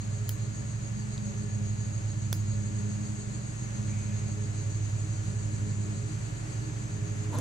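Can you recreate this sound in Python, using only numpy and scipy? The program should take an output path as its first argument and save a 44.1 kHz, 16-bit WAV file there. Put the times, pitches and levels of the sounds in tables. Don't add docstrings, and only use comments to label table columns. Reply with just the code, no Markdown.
import sys
import numpy as np
from scipy import signal
from scipy.fft import rfft, irfft
from scipy.io import wavfile

SR = 44100
rng = np.random.default_rng(int(sys.argv[2]) if len(sys.argv) > 2 else 0)


def generate_wav(sig):
    pcm = np.round(np.clip(np.atleast_2d(sig).T, -1, 1) * 32767).astype(np.int16)
    wavfile.write(sys.argv[1], SR, pcm)


N = 326726


def amp(db):
    return 10 ** (np.asarray(db) / 20)


def unit_rms(x):
    return x / np.sqrt(np.mean(x ** 2) + 1e-20)


def automation(rows):
    time_s, *columns = np.transpose(rows)
    return [np.interp(np.arange(N) / SR, time_s, column) for column in columns]


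def at_hz(points, hz):
    point_hz, values = np.transpose(points)
    return np.interp(np.log(hz), np.log(point_hz), values)


def pan(db):
    return amp(np.array([[db], [-db]]) / 2)


def drift(rate_hz):
    step, settle = 40, 2000
    r = np.exp(-2 * np.pi * step * rate_hz / SR)
    slow = signal.lfilter([1], [1, -2 * r, r * r], rng.standard_normal(N // step + settle + 2))[settle:]
    return np.interp(np.arange(N) / step, np.arange(len(slow)), unit_rms(slow))


def resonate(x, hz, width_hz):
    r = np.exp(-np.pi * width_hz / SR)
    gain = (1 - r * r) / 2
    return signal.lfilter([gain, 0, -gain], [1, -2 * r * np.cos(2 * np.pi * hz / SR), r * r], x)


def band(noise, hz, width_hz):
    return unit_rms(resonate(resonate(noise, hz, width_hz), hz, width_hz))


def tone(phase, pan_db, lead_rad):
    return np.sqrt(2) * pan(pan_db) * np.cos(phase + [[lead_rad], [0]])


def port_phase(hz):
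    from_hz, in_step_hz, hz_per_turn = 5600, 11600, 5400
    return np.pi * (hz - in_step_hz) / hz_per_turn * (hz > from_hz) * np.array([[1], [-1]])


def at_ports(x):
    hz = np.fft.rfftfreq(len(x), 1 / SR)
    return irfft(rfft(x) * np.exp(1j * port_phase(hz)), len(x))


def outdoor_hiss():
    # frequency_hz, relative_db
    spectrum = [(45, -26), (80, -20.5), (125, -41), (260, -33.5), (480, -31.5), (750, -30), (1100, -32.5),
                (1740, -33.5), (2600, -36.5), (3500, -42.5), (5200, -43.5), (8250, -39), (8700, -44.5),
                (9200, -51), (10000, -54), (11000, -58), (12300, -62), (13500, -68), (14400, -72),
                (14800, -80)]
    # time_s, level_db
    swell = [(0.0, -49), (3.1, -48.5), (4.1, -47.5), (5.8, -48), (6.55, -46.5), (7.0, -47.5), (7.41, -46)]
    # frequency_hz, correlation (clipped to +-1)
    likeness = [(60, 0.024), (120, 0.65), (300, -1.17), (700, -0.55), (2000, -0.25), (5000, 0.38),
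                (10000, 0.99)]
    # frequency_hz, pan_db
    lean = [(60, 8), (150, -6), (380, -3.5), (950, -0.5), (2380, 2.5), (5980, 2.5), (9000, 1), (15000, -2)]
    treble_hz, treble_likeness = 7800, .97
    hz = np.maximum(np.fft.rfftfreq(N, 1 / SR), 1)
    mid, side = rfft(rng.standard_normal((2, N)))
    alike = np.clip(at_hz(likeness, hz), -1, 1)
    wide = np.sqrt(1 + alike) * mid + np.sqrt(1 - alike) * side * [[1], [-1]]
    treble = np.sqrt(treble_likeness) * mid * np.exp(1j * port_phase(hz))
    treble += np.sqrt(1 - treble_likeness) * side * [[1], [1j]]
    noise = np.where(hz > treble_hz, np.sqrt(2) * treble, wide)
    colour = amp(at_hz(spectrum, hz)) * pan(at_hz(lean, hz))[:, 0] * (hz < 1.03 * spectrum[-1][0])
    return amp(automation(swell)[0] + .4 * drift(5)) * unit_rms(irfft(noise * colour, N))


def insect_throb(rate_hz=7.22, peak_s=.02):
    return np.cos(2 * np.pi * rate_hz * (np.arange(N) / SR - peak_s))


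def low_insects():
    # pitch_hz, width_hz, level_db
    song = [(4157, 510, -63), (4476, 330, -63)]
    fade_from_s, fade_db_per_s = 6.6, 4.5
    rasp = rng.standard_normal((2, N))
    fade_db = fade_db_per_s * np.maximum(np.arange(N) / SR - fade_from_s, 0)
    return sum(amp(db + 1.5 * drift(8.9) + 2 * insect_throb() - fade_db) * band(rasp, hz, width)
               for hz, width, db in song)


def tree_insects():
    # time_s, chorus_db, singer_db
    swell = [(0.0, -50.5, -57.5), (1.0, -51.5, -55.5), (2.0, -51, -54.5), (3.2, -48.5, -61),
             (4.5, -50, -58), (5.3, -47, -80), (6.7, -51, -78), (7.41, -50, -76)]
    # pitch_hz, relative_db
    wings = [(6100, -2.5), (6350, -2), (6640, 1.5), (6900, 0), (7200, 3), (7500, -4), (7800, -3),
             (8100, -4)]
    # pitch_hz, width_hz, relative_db
    thin_voices = [(6050, 30, -13), (6245, 25, -8), (6340, 25, -12), (6420, 25, -10), (6500, 25, -9),
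                   (6700, 30, -9), (6845, 25, -8), (6930, 25, -11), (6985, 25, -9), (7120, 25, -10),
                   (7170, 25, -12), (7296, 25, -9), (7440, 30, -11), (7670, 30, -12), (7800, 30, -11),
                   (7940, 30, -11), (8050, 35, -12), (8250, 40, -15)]
    chorus_db, singer_db = automation(swell)
    throb = insect_throb()
    left, right = at_ports(rng.standard_normal(N))
    rasp = np.array([left, np.roll(right, 1)]) + .8 * rng.standard_normal((2, N))
    rasp = signal.sosfilt(signal.butter(4, 9000, fs=SR, output="sos"), rasp)
    chorus = sum((-1) ** k * amp(db + 1.5 * drift(2.5) + 1.5 * throb) * band(rasp, hz, width_hz=380)
                 for k, (hz, db) in enumerate(wings))
    other_rasp = np.roll(rasp, N // 2, axis=1)
    chorus += sum(amp(db + 6 + 3.3 * drift(1.4) + 1.4 * throb) * band(other_rasp, hz, width)
                  for hz, width, db in thin_voices)
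    singer = amp(4 * throb + drift(6)) * band(rasp, hz=6635, width_hz=90)
    return pan(2.5) * (amp(chorus_db) * unit_rms(chorus) + amp(singer_db) * unit_rms(singer))


def cooling_unit():
    # harmonic, level_db, pan_db, left_lead_rad
    shaft = [(2, -51, 0, 0), (3, -50.5, 0, 0), (4, -55, -2, -.2), (5, -38, -3.7, -.05), (6, -46, -5, .34),
             (7, -53, -1, -.15), (8, -52, -1.5, -1.2), (10, -60, 5, 1.2), (11, -65, 3, 1.7)]
    # trough_s, fall_s, return_s, depth_db
    dips = [(1.1, 0.72, 0.31, 11), (3.6, 0.41, 0.16, 28), (6.75, 0.61, 0.17, 14)]
    # time_s, level_db
    octave_swells = [(0.2, -50), (1.05, -36.5), (1.6, -41), (2.9, -40.5), (4.2, -40.5), (5.0, -54),
                     (5.75, -38.5), (6.5, -54), (7.3, -48.5)]
    # pitch_hz, width_hz, level_db, pan_db
    panels = [(90.6, 115, -52.5, 0), (564.4, 14.4, -64, -9.5), (609.5, 6.6, -69.5, 7), (666, 15, -70.5, 0),
              (1429, 33, -76, 14), (1741, 24, -72.5, 15)]
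    # pitch_hz, width_hz, relative_db, pan_db
    casing = [(152.8, 17.7, 0.5, -5.5), (250.7, 6.3, -12, 15.5), (310.7, 21.8, -1, 4), (360, 75, -6.5, 4)]
    shaft_hz, drone_hz, octave_hz = 22.912, 103.07, 206.75
    surge_period_s, surge_peak_s = 1.38, 1.08
    beat_depth, beat_trough_s, overtone_lag_s = .39, .77, .13
    t = np.arange(N) / SR
    surge = 1 + .11 * np.exp(-2j * np.pi * (t - surge_peak_s) / surge_period_s)
    out = np.zeros((2, N))
    for harmonic, db, pan_db, lead_rad in shaft:
        level = amp(db + 1.74 * drift(8.2)) * np.abs(surge)
        phase = 2 * np.pi * harmonic * shaft_hz * t + np.angle(surge) + .66 * drift(6.4)
        out += level * tone(phase, pan_db, lead_rad)
    dip_db = sum(db * np.exp(-((t - s) / np.where(t < s, fall, back)) ** 2) for s, fall, back, db in dips)
    drone_db = -33 + drift(2.9) - dip_db
    buzz_db = -55.5 + t + .06 * drift(2.1)
    drone_phase = 2 * np.pi * drone_hz * (t - .0024) + .12 * drift(25)
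    out += amp(drone_db) * tone(drone_phase, pan_db=-3, lead_rad=-.3)
    beat_phase = 2 * np.pi * (t - beat_trough_s) / surge_period_s
    beat = np.abs(1 - beat_depth * np.exp(1j * beat_phase)) / (1 + beat_depth)
    octave_db = automation(octave_swells)[0] + 2.5 * drift(7)
    octave_phase = 2 * np.pi * octave_hz * t + .45 * drift(1.5)
    out += beat * amp(octave_db) * tone(octave_phase, pan_db=.5, lead_rad=-1.18)
    shake = rng.standard_normal(N) + .42 * rng.standard_normal((2, N))
    late_beat = np.roll(beat, round(overtone_lag_s * SR))
    out += amp(-55.5) * late_beat * pan(3.3) * band(shake, hz=412, width_hz=8.6)
    rattle = sum(amp(db) * pan(pan_db) * band(shake, hz, width) for hz, width, db, pan_db in panels)
    buzz = sum(amp(db) * pan(pan_db) * band(shake, hz, width) for hz, width, db, pan_db in casing)
    return out + rattle + amp(buzz_db) * buzz


def squeak():
    start_s, length_s, edge_s = 3.88, .41, .003
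    from_hz, to_hz, glide_s = 1500, 2300, .012
    level_db, fade_db_per_s = -56, 23
    age = np.maximum(np.arange(N) / SR - start_s, 0)
    hz = to_hz - (to_hz - from_hz) * np.exp(-age / glide_s)
    gate = np.clip(np.minimum(age, length_s - age) / edge_s, 0, 1)
    grit = signal.sosfilt(signal.butter(4, 280, fs=SR, output="sos"), rng.standard_normal((2, N)))
    phase = 2 * np.pi * np.cumsum(hz) / SR
    scrape = unit_rms(grit[0] * np.cos(phase) + grit[1] * np.sin(phase))
    return gate * amp(level_db - fade_db_per_s * age) * scrape


def cloth_rustle():
    # time_s, body_db, fibre_db
    drag = [(7.28, -63, -88), (7.352, -35, -49.5), (7.372, -41.5, -73), (7.386, -36.5, -47),
            (7.397, -37, -56), (7.409, -52, -50)]
    body_db, fibre_db = automation([(drag[0][0] - .05, -110, -110)] + list(drag))
    friction = rng.standard_normal(N)
    rub = friction + .5 * rng.standard_normal((2, N))
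    body = (.78 * band(rub, hz=945, width_hz=200) + .75 * band(rub, hz=475, width_hz=140)
            + 1.27 * band(rub, hz=273, width_hz=170) + .34 * band(rub, hz=1450, width_hz=270)
            + .22 * band(rub, hz=3500, width_hz=1600))
    fibre = signal.sosfilt(signal.butter(4, [8000, 15500], "band", fs=SR, output="sos"), at_ports(friction))
    fibre = resonate(fibre, hz=9700, width_hz=1100)
    return amp(body_db) * unit_rms(body) + amp(fibre_db) * unit_rms(fibre)


def dry_ticks():
    # start_s, level_db, pitch_hz, decay_per_s
    contacts = [(1.179, -30.5, 3800, 1800), (1.1795, -33.5, 4900, 1800), (3.887, -44, 1900, 900),
                (7.387, -30, 6000, 1480), (7.387, -20, 9600, 3000), (7.389, -41, 13600, 2000)]
    out, t = np.zeros((2, N)), np.arange(round(.01 * SR)) / SR
    attack = np.sin(np.pi / 2 * np.minimum(t / .00012, 1)) ** 2
    for start_s, db, hz, decay_per_s in contacts:
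        ping = np.sin(2 * np.pi * hz * t + port_phase(hz)) * np.exp(-t * decay_per_s)
        i = round(start_s * SR)
        out[:, i:i + len(t)] += amp(db) * attack * ping
    return out


def nail_clipper():
    # start_s, level_db, tilt_db_per_octave, lever_pan_db, second_slip_s,
    # second_slip_db, grip_pitch_ratio, lever_db, jaw_tip_db, shimmer_db
    snaps = [(0.2920, -21.5, 2.5, -3, 0.0006, -9, 0.927, -4, 4, 3),
             (2.3280, -19.5, 0.5, -7, 0.0005, -13, 1.007, 0, -3, 1.5)]
    # pitch_hz, relative_db, t60_s
    steel = [(420, -10, .007), (680, -4.5, .0045), (1030, -2, .005), (1450, -3, .0065), (1800, -6, .005),
             (2200, -4, .005), (2800, -4.5, .005), (3430, -5.5, .011), (3700, -11, .007), (4300, -7, .005),
             (4600, -7.5, .007), (5250, -7, .009), (6200, -7, .008), (7600, -7, .006), (8300, -6.5, .006),
             (9500, -7, .006), (10450, -3.5, .006), (11750, -3.5, .006), (12700, -9, .006),
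             (14200, -14, .007), (15600, -8, .007)]
    # pitch_hz, width_hz, relative_db, t60_s
    shimmer = [(5000, 700, -29, .16), (10500, 800, -32, .17), (11200, 900, -30, .19),
               (12000, 800, -31.5, .19), (15500, 380, -28, .12)]
    lever_top_hz, jaw_tip_from_hz, shimmer_top_hz = 6500, 12200, 16200
    lever_lag_s, attack_s, crackle_t60_s = .00035, .0004, .012
    out, t = np.zeros((2, N)), np.arange(round(.3 * SR)) / SR
    for start_s, level_db, tilt, pan_db, slip_s, slip_db, grip, lever_db, tip_db, shimmer_db in snaps:
        snap = np.zeros((2, len(t)))
        for blow_s, blow_db in ((0, 0), (slip_s, slip_db)):
            for hz, db, t60 in steel:
                on_lever = hz < lever_top_hz
                hz *= grip ** on_lever
                age = np.maximum(t - blow_s - lever_lag_s * on_lever, 0)
                db += lever_db * on_lever + tip_db * (hz > jaw_tip_from_hz)
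                strength = amp(blow_db + db + tilt * np.log2(hz / 6000) + rng.normal(0, 1, (2, 1)))
                envelope = amp(-60 * age / t60) * np.minimum(age / attack_s, 1)
                ring = np.sin(2 * np.pi * hz * age + port_phase(hz))
                snap += strength * pan(pan_db * on_lever) * envelope * ring
        haze = at_ports(rng.standard_normal(len(t))) + .15 * rng.standard_normal((2, len(t)))
        haze = signal.sosfilt(signal.cheby2(8, 40, shimmer_top_hz, fs=SR, output="sos"), haze)
        crackle = resonate(haze, hz=5000, width_hz=8000)
        snap += amp(-8 - 60 * t / crackle_t60_s) * crackle * np.minimum(t / attack_s, 1)
        for hz, width, db, t60 in shimmer:
            db += lever_db if hz < lever_top_hz else shimmer_db
            snap += amp(db - 60 * t / t60) * band(haze, hz, width)
        i = round(start_s * SR)
        out[:, i:i + len(t)] += amp(level_db) * snap
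    return out


def scene():
    bed = cooling_unit() + outdoor_hiss() + tree_insects() + low_insects()
    return bed + nail_clipper() + dry_ticks() + squeak() + cloth_rustle()


def record(dry):
    low_cut = signal.cheby2(6, 16, 37, "high", fs=SR, output="sos")
    high_cut = signal.cheby2(12, 70, 17200, fs=SR, output="sos")
    return signal.sosfilt(high_cut, signal.sosfilt(low_cut, dry))


dry = scene()
out = record(dry)
generate_wav(out)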